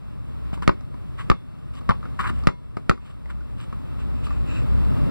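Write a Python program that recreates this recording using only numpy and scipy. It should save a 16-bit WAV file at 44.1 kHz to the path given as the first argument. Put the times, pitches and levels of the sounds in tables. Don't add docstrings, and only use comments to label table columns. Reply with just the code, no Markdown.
import sys
import numpy as np
from scipy import signal
from scipy.fft import rfft, irfft, next_fast_len
from scipy.io import wavfile
from scipy.ndimage import map_coordinates

SR = 44100
rng = np.random.default_rng(int(sys.argv[2]) if len(sys.argv) > 2 else 0)


def volts_from_db(level):
    exponent = np.asarray(level, float) / 20
    return 10 ** exponent


def file_out(sig):
    cols = np.atleast_2d(sig).T
    lim = np.clip(cols, -1, 1)
    pcm = np.round(lim * 32767).astype(np.int16)
    wavfile.write(sys.argv[1], SR, pcm)


N = 225029

# time [s], level [dB].
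MACHINE_LOAD = [(0, 2), (.42, 9.5), (.62, 8), (1.0, 2), (1.6, -2.5), (1.95, 6.5), (2.4, 12), (2.85, -5),
                (3.3, 13), (3.55, 4), (3.7, -11), (3.95, 7.5), (4.25, 3.5), (4.4, 8), (4.55, -1),
                (4.75, 10.5), (5.1, 1)]
# frequency [Hz], phase wander [rad], level [dB].
HUM_ORDERS = [(61.2, 0.2, 8), (92, 2.1, -7.5), (140.5, 0.92, -5.5), (197, 0.92, -11.5)]
# time [s], level [dB].
WHINE_RISE = [(4.55, -80), (4.85, -62), (5.1, -55)]
# frequency [Hz], density [dB per Hz].
RUMBLE_SPECTRUM = [(12, -65), (20, -33), (49, 1.5), (81, -4.5), (108, 1), (211, -11), (240, -9.5),
                   (381, -20.5), (604, -24), (698, -29), (900, -39), (1170, -54), (1980, -120)]
# frequency [Hz], density [dB per Hz].
ROAD_SPECTRUM = [(300, -7), (600, -4), (900, 0), (1250, 0), (1600, -10), (2300, -12), (2750, -14),
                 (3300, -9.5), (4300, -21.5), (6000, -31), (9000, -34)]
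# centre [Hz], width [Hz], level [dB].
ROAD_BANDS = [(622, 29, 6.5), (2666, 14, -4.5)]
# frequency [Hz], density [dB per Hz].
HISS_SPECTRUM = [(2000, -7), (5000, 9.5), (7500, 4), (10000, 15.5), (14500, -65), (15600, -3)]
# time [s], drop [dB].
GAIN_DROPS = [
    (.69, 6),
    (1.31, 7),
    (1.9, 0),
    (2.48, 11.5),
    (2.9, 3),
]
# start [s], attack [s], hold [s], level [dB], fizz brightness [dB].
SCUFF_EVENTS = [(0.53, 0.0069, 0.011, -46.5, -10.5), (0.618, 0.0068, 0.0057, -34, -19),
                (1.167, 0.021, 0.025, -38, -20.5), (1.214, 0.0043, 0.022, -61, -13),
                (1.731, 0.0045, 0.057, -52.5, -12), (2.036, 0.019, 0.00245, -46.5, -30),
                (2.189, 0.0024, .012, -23.5, -25), (2.21, 0.0048, 0.0178, -40, -22),
                (2.23, 0.012, 0.017, -25.5, -31.5), (2.266, 0.0074, 0.025, -32.5, -21.5),
                (2.31, 0.0242, 0.069, -53, -15), (3.042, 0.0075, 0.065, -56.5, -12.5),
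                (3.27, 0.035, 0.0047, -42.5, -19.5), (3.556, 0.039, 0.048, -51.5, -11.5),
                (3.98, 0.0082, 0.041, -53, -15), (4.22, 0.025, .02, -55.5, -2)]
# frequency [Hz], density [dB per Hz].
SCUFF_BODY = [(200, 0), (500, -8), (760, -8), (1100, 9.5), (1500, 3), (2300, -6.5), (3000, -25),
              (5000, -52)]
# frequency [Hz], density [dB per Hz].
SCUFF_FIZZ = [(1500, -29), (3000, 3.5), (4300, -11), (6000, -19), (8500, -14), (15000, -36)]
# start [s], peak level [dB],
# ring [Hz], click level [dB], thud level [dB].
TAP_EVENTS = [(0.5305, -31.5, 1010, -17, 12), (0.5749, -37, 1040, -12, 8), (0.6227, -20.5, 1025, -13, -3.5),
              (0.809, -39, 1230, -2, 2), (0.9421, -36, 1030, -17, 5), (1.191, -30, 1980, -11, -8),
              (1.752, -40, 1180, 3, -8), (1.7793, -39, 1130, -21, -3), (1.8119, -36, 1150, -12, 6),
              (1.8964, -4, 1144, -29, -8.5), (2.029, -28.5, 1230, -22, -4), (2.038, -38, 1220, -17, 6),
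              (2.0546, -28, 1390, -27, 2), (2.1961, -9.5, 1123, -41, -16), (2.3022, -31.5, 1080, -11, 11.5),
              (2.437, -27, 1190, -7, -11.5), (2.7692, -21.5, 1227, -14, 4.5), (2.977, -33, 1154, -15, -12),
              (3.0993, -51.5, 1140, -16, 17), (3.2581, -38.5, 2020, -8, 7.5), (3.408, -40, 1447, -5.5, -2),
              (3.727, -25, 1130, -36, -0.5), (4.2691, -22, 1223, -12, -10), (4.3071, -22, 1175, -24, -8)]
# start [s], blow level [dB], crack level [dB], shell ring [Hz], wall slap level [dB].
BOUNCE_EVENTS = [
    (0.6776, -0.5, -2, 1216, -8.5),
    (1.3, 0.5, -5, 1200, -12),
    (1.8920, -5, -10.5, 1070, -7.5),
    (1.9015, -6, -58, 1035, -13.5),
    (2.4717, 0.5, -4.5, 1250, -21.5),
    (2.8959, -1.5, -2, 1340, -14.5),
]
# frequency [Hz], level [dB], time to fall 60 dB [s].
RUBBER_MODES = [(239, -22, 0.095), (397, -11.5, 0.018), (577.4, -8.5, 0.017), (1846, -12, 0.017),
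                (3100, -50, .015), (4770, -25, 0.0085)]
# frequency [Hz], level [dB], time to fall 60 dB [s].
AIR_MODES = [(980, -50, .4), (1416, -70, .25), (2140, -55, .4), (2680, -66, .4), (2815, -66, .4),
             (3465, -54, .45), (3950, -74, .5), (4400, -73, 1.2), (5700, -80, .4)]
# frequency [Hz], time to fall 60 dB [s].
YARD_DECAY = [(150, 0.22), (1200, 0.089), (4000, 0.16), (10000, 0.15)]
# centre [s], length [s], level [dB].
SWISH_EVENTS = [
    (3.04, 0.08, -64),
    (4.015, 0.038, -53),
    (4.237, 0.19, -56.5),
    (4.368, 0.13, -56.5),
    (4.547, 0.15, -44),
]
# centre [Hz], width [Hz], level [dB].
NYLON_BANDS = [(1490, 1200, 2.5), (2580, 370, 10.5), (3700, 350, -1.5), (6470, 450, -12), (7380, 720, -8)]
# frequency [Hz], phase [rad].
PORT_PHASE = [(60, -.12), (300, -.17), (700, -.36), (1450, -3.1), (3220, 0), (4750, -3.1), (6400, 0),
              (7900, -3.1), (9400, -6.1), (10600, -8.5), (12100, -9.4), (13950, -6.28), (15400, -3.1)]
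# frequency [Hz], left minus right [dB].
PORT_BALANCE = [(100, .9), (700, .5), (1200, 4.5), (1600, -.5), (2500, -1), (3150, 0), (4200, 1), (5500, 1),
                (6350, 0), (11500, 1), (13900, 0)]


def unit(x):
    return x / np.sqrt(np.mean(x ** 2) + 1e-20)


def along(points, hz):
    f, v = np.transpose(points)
    return np.interp(np.log(hz + 1), np.log(f + 1), v)


def over_time(rows):
    return np.interp(np.arange(N) / SR, *np.transpose(rows))


def filtered(x, response):
    m = next_fast_len(x.shape[-1] + 8192)
    spectrum = rfft(x, m) * response(np.fft.rfftfreq(m, 1 / SR))
    return irfft(spectrum, m)[..., :x.shape[-1]]


def resonance(f, hz, width_hz):
    return 1j * f * width_hz / (hz * hz - f * f + 1j * f * width_hz)


def wobble(rate):
    knots = rng.standard_normal(int(N * rate / SR) + 4)
    return map_coordinates(knots, [np.arange(N) * rate / SR])


def diffuse(response, alike):
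    a, b = rng.standard_normal((2, N))
    pair = np.array([a, alike * a + np.sqrt(1 - alike ** 2) * b])
    return unit(filtered(pair, response))


def ring(t, hz, db, t60, phase=0):
    return volts_from_db(db - 60 * t / t60) * np.sin(2 * np.pi * hz * t + phase)


def late(x, seconds):
    return np.pad(x, (round(seconds * SR), 0))[:len(x)]


def add(track, s, sound):
    part = track[..., round(s * SR):][..., :sound.shape[-1]]
    part += sound[..., :part.shape[-1]]


def yard(x):
    hz, t, z = signal.stft(rng.standard_normal((2, len(x))), SR, nperseg=128)
    decay = volts_from_db(-60 * t / along(YARD_DECAY, hz)[:, None])
    tail = signal.istft(z * decay, SR, nperseg=128)[1]
    tail = tail / np.linalg.norm(tail[0])
    return signal.fftconvolve(x[None], tail, axes=1)[:, :len(x)]


def gain_db():
    t = np.arange(N) / SR
    climb_db_per_s, drop_s = 8.5, 0.029
    drops = sum(db * np.clip((t - s) / drop_s, 0, 1) for s, db in GAIN_DROPS)
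    return climb_db_per_s * t - drops


def machine_hum():
    t = np.arange(N) / SR
    orders = 0
    for hz, wander, db in HUM_ORDERS:
        level = volts_from_db(db - HUM_ORDERS[0][2] + 4.0 * wobble(7))
        orders = orders + level * np.sin(2 * np.pi * hz * t + wander * wobble(6))
    return volts_from_db(-43.5 + over_time(MACHINE_LOAD)) * orders


def road_wash():
    def response(f):
        bands = sum(volts_from_db(db) * abs(resonance(f, hz, width)) for hz, width, db in ROAD_BANDS)
        return volts_from_db(along(ROAD_SPECTRUM, f)) + bands
    return diffuse(response, alike=0.2) * volts_from_db(0.85 * wobble(14))


def background():
    gain, t = gain_db(), np.arange(N) / SR
    rumble = diffuse(lambda f: volts_from_db(along(RUMBLE_SPECTRUM, f)), alike=0.77)
    rumble = rumble * volts_from_db(-36.5 + 0.47 * wobble(11))
    hiss = diffuse(lambda f: volts_from_db(along(HISS_SPECTRUM, f)), alike=0.44)
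    whine = volts_from_db(over_time(WHINE_RISE)) * np.sin(2 * np.pi * 2756 * t + 0.8 * wobble(8.2))
    lows = volts_from_db(1.154 * gain) * (rumble + machine_hum())
    return lows + volts_from_db(-55.5 + gain) * road_wash() + volts_from_db(-74.5 + 0.7 * gain) * hiss + whine


def scuffs():
    grains = rng.standard_normal(N) * volts_from_db(2.9 * wobble(500) + 2.35 * wobble(90))
    pair = grains + 0.89 * rng.standard_normal((2, N))
    body = unit(filtered(pair, lambda f: volts_from_db(along(SCUFF_BODY, f))))
    fizz = unit(filtered(pair, lambda f: volts_from_db(along(SCUFF_FIZZ, f))))
    swell_db, release_db_per_s = 25, 800
    out, t = np.zeros((2, N)), np.arange(SR // 3) / SR
    for s, attack, hold, level_db, bright_db in SCUFF_EVENTS:
        swell = -swell_db * np.clip(1 - t / attack, 0, 1)
        release = -release_db_per_s * np.clip(t - attack - hold, 0, 1)
        span = slice(round(s * SR), round(s * SR) + len(t))
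        grit = 0.89 * body[:, span] + volts_from_db(bright_db + 9.5) * fizz[:, span]
        add(out, s, volts_from_db(level_db + swell + release) * grit)
    return out


def taps():
    out, t = np.zeros((2, N)), np.arange(SR // 6) / SR
    puff_t60 = np.array([[0.008], [0.025], [0.035]])
    for s, db, hz, click_db, thud_db in TAP_EVENTS:
        puffs = rng.standard_normal((3, len(t))) * volts_from_db(-60 * t / puff_t60)
        click = volts_from_db(click_db + 0.5) * filtered(puffs[0], lambda f: resonance(f, 4400, 2100) ** 2)
        body = ring(t, hz, -5.2, 0.026)
        body = body + 1.1 * filtered(puffs[1], lambda f: resonance(f, hz, 670) ** 2)
        thud = ring(t, 183, thud_db + 5, 0.021)
        thud = thud + volts_from_db(thud_db + 8.5) * filtered(puffs[2], lambda f: resonance(f, 446, 610) ** 2)
        tap = click + body + thud
        tap = tap + 0.11 * late(tap, 0.0062)
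        add(out, s, volts_from_db(db) * (tap + volts_from_db(-5.5) * yard(tap)))
    return out


def ball_air(t):
    air = 0
    for hz, db, t60 in AIR_MODES:
        tone = ring(t, hz, db + 2.5 + rng.normal(0, 2), t60, rng.uniform(0, 2 * np.pi))
        beat = 1 + 0.5 * np.cos(rng.uniform(5, 25) * t + rng.uniform(0, 2 * np.pi))
        air = air + tone * beat
    return air


def wall_slap(t, push, shell, blow, slap_db):
    smear = rng.standard_normal(len(t)) * volts_from_db(-60 * t / 0.015) * (1 - np.exp(-t / 0.002))
    bright = signal.fftconvolve(push + 0.21 * shell, smear / np.linalg.norm(smear))[:len(t)]
    back = 2.17 * filtered(bright, lambda f: resonance(f, 1126, 340) + 0.26 * resonance(f, 2770, 2500) ** 2)
    back = back - 0.41 * filtered(blow, lambda f: resonance(f, 340, 810))
    return volts_from_db(slap_db + 12.5) * late(back, 0.0148)


def ball():
    out, t = np.zeros((2, N)), np.arange(SR // 3) / SR
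    for s, blow_db, crack_db, shell_hz, slap_db in BOUNCE_EVENTS:
        push = 1.8 * (1 - t / 0.0007) * np.exp(-t / 0.0007) * (1 - np.exp(-t / 0.00015))
        grit = volts_from_db(-9 - 60 * t / 0.024) * rng.standard_normal(len(t))
        grit = filtered(grit, lambda f: resonance(f, 2200, 3500) ** 3)
        thump = ring(t, 136.4, 1, 0.029, phase=2.36) * (1 - np.exp(-t / 0.00033))
        thump = thump + ring(t, 47, -4.5, 0.076)
        rubber = sum(ring(t, hz * rng.normal(1, 0.019), db + rng.normal(0, 0.24), t60)
                     for hz, db, t60 in RUBBER_MODES)
        shell = ring(t, shell_hz, -8 + 0.13 * crack_db, 0.019)
        blow = volts_from_db(crack_db) * (push + grit + rubber) + thump + shell
        air = ball_air(t)
        direct = blow + wall_slap(t, push, shell, blow, slap_db)
        aside = volts_from_db(crack_db - 16 - 60 * t / 0.036) * rng.standard_normal((2, len(t)))
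        aside = filtered(aside, lambda f: resonance(f, 4020, 2300) ** 2)
        scatter = yard(filtered(direct, lambda f: resonance(f, 840, 4400)))
        near = filtered(direct + aside, lambda f: 1 / (1 + 1j * f / 7000))
        add(out, s, volts_from_db(blow_db) * (near + air + volts_from_db(-9.5) * scatter))
    return out


def jacket():
    t = np.arange(N) / SR
    cloth = diffuse(lambda f: sum(volts_from_db(db) * resonance(f, hz, width) ** 2 for hz, width, db in NYLON_BANDS),
                    alike=0.29)
    cloth = cloth * volts_from_db(1.2 * wobble(60))
    return cloth * sum(volts_from_db(db) * np.exp(-(2 * (t - s) / length) ** 4) for s, length, db in SWISH_EVENTS)


def scene():
    return background() + scuffs() + taps() + ball() + jacket()


def band_limit(x):
    return signal.sosfilt(signal.butter(12, 15960, fs=SR, output="sos"), x)


def record(dry):
    def widening(f):
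        half = np.interp(f, *np.transpose(PORT_PHASE)) / 2
        return np.exp(1j * half) * [np.cos(half), -1j * np.sin(half)]

    def balance(f):
        return volts_from_db(np.outer([0.5, -0.5], along(PORT_BALANCE, f))) * (f < 15900)

    longer = np.hstack([dry, dry[:, :-2000:-1]])
    side, mid = filtered(longer, widening)
    pair = filtered(np.array([mid + side, mid - side]), balance)
    return band_limit(np.clip(pair[:, :N], -1, 1))


dry = scene()
out = record(dry)
file_out(out)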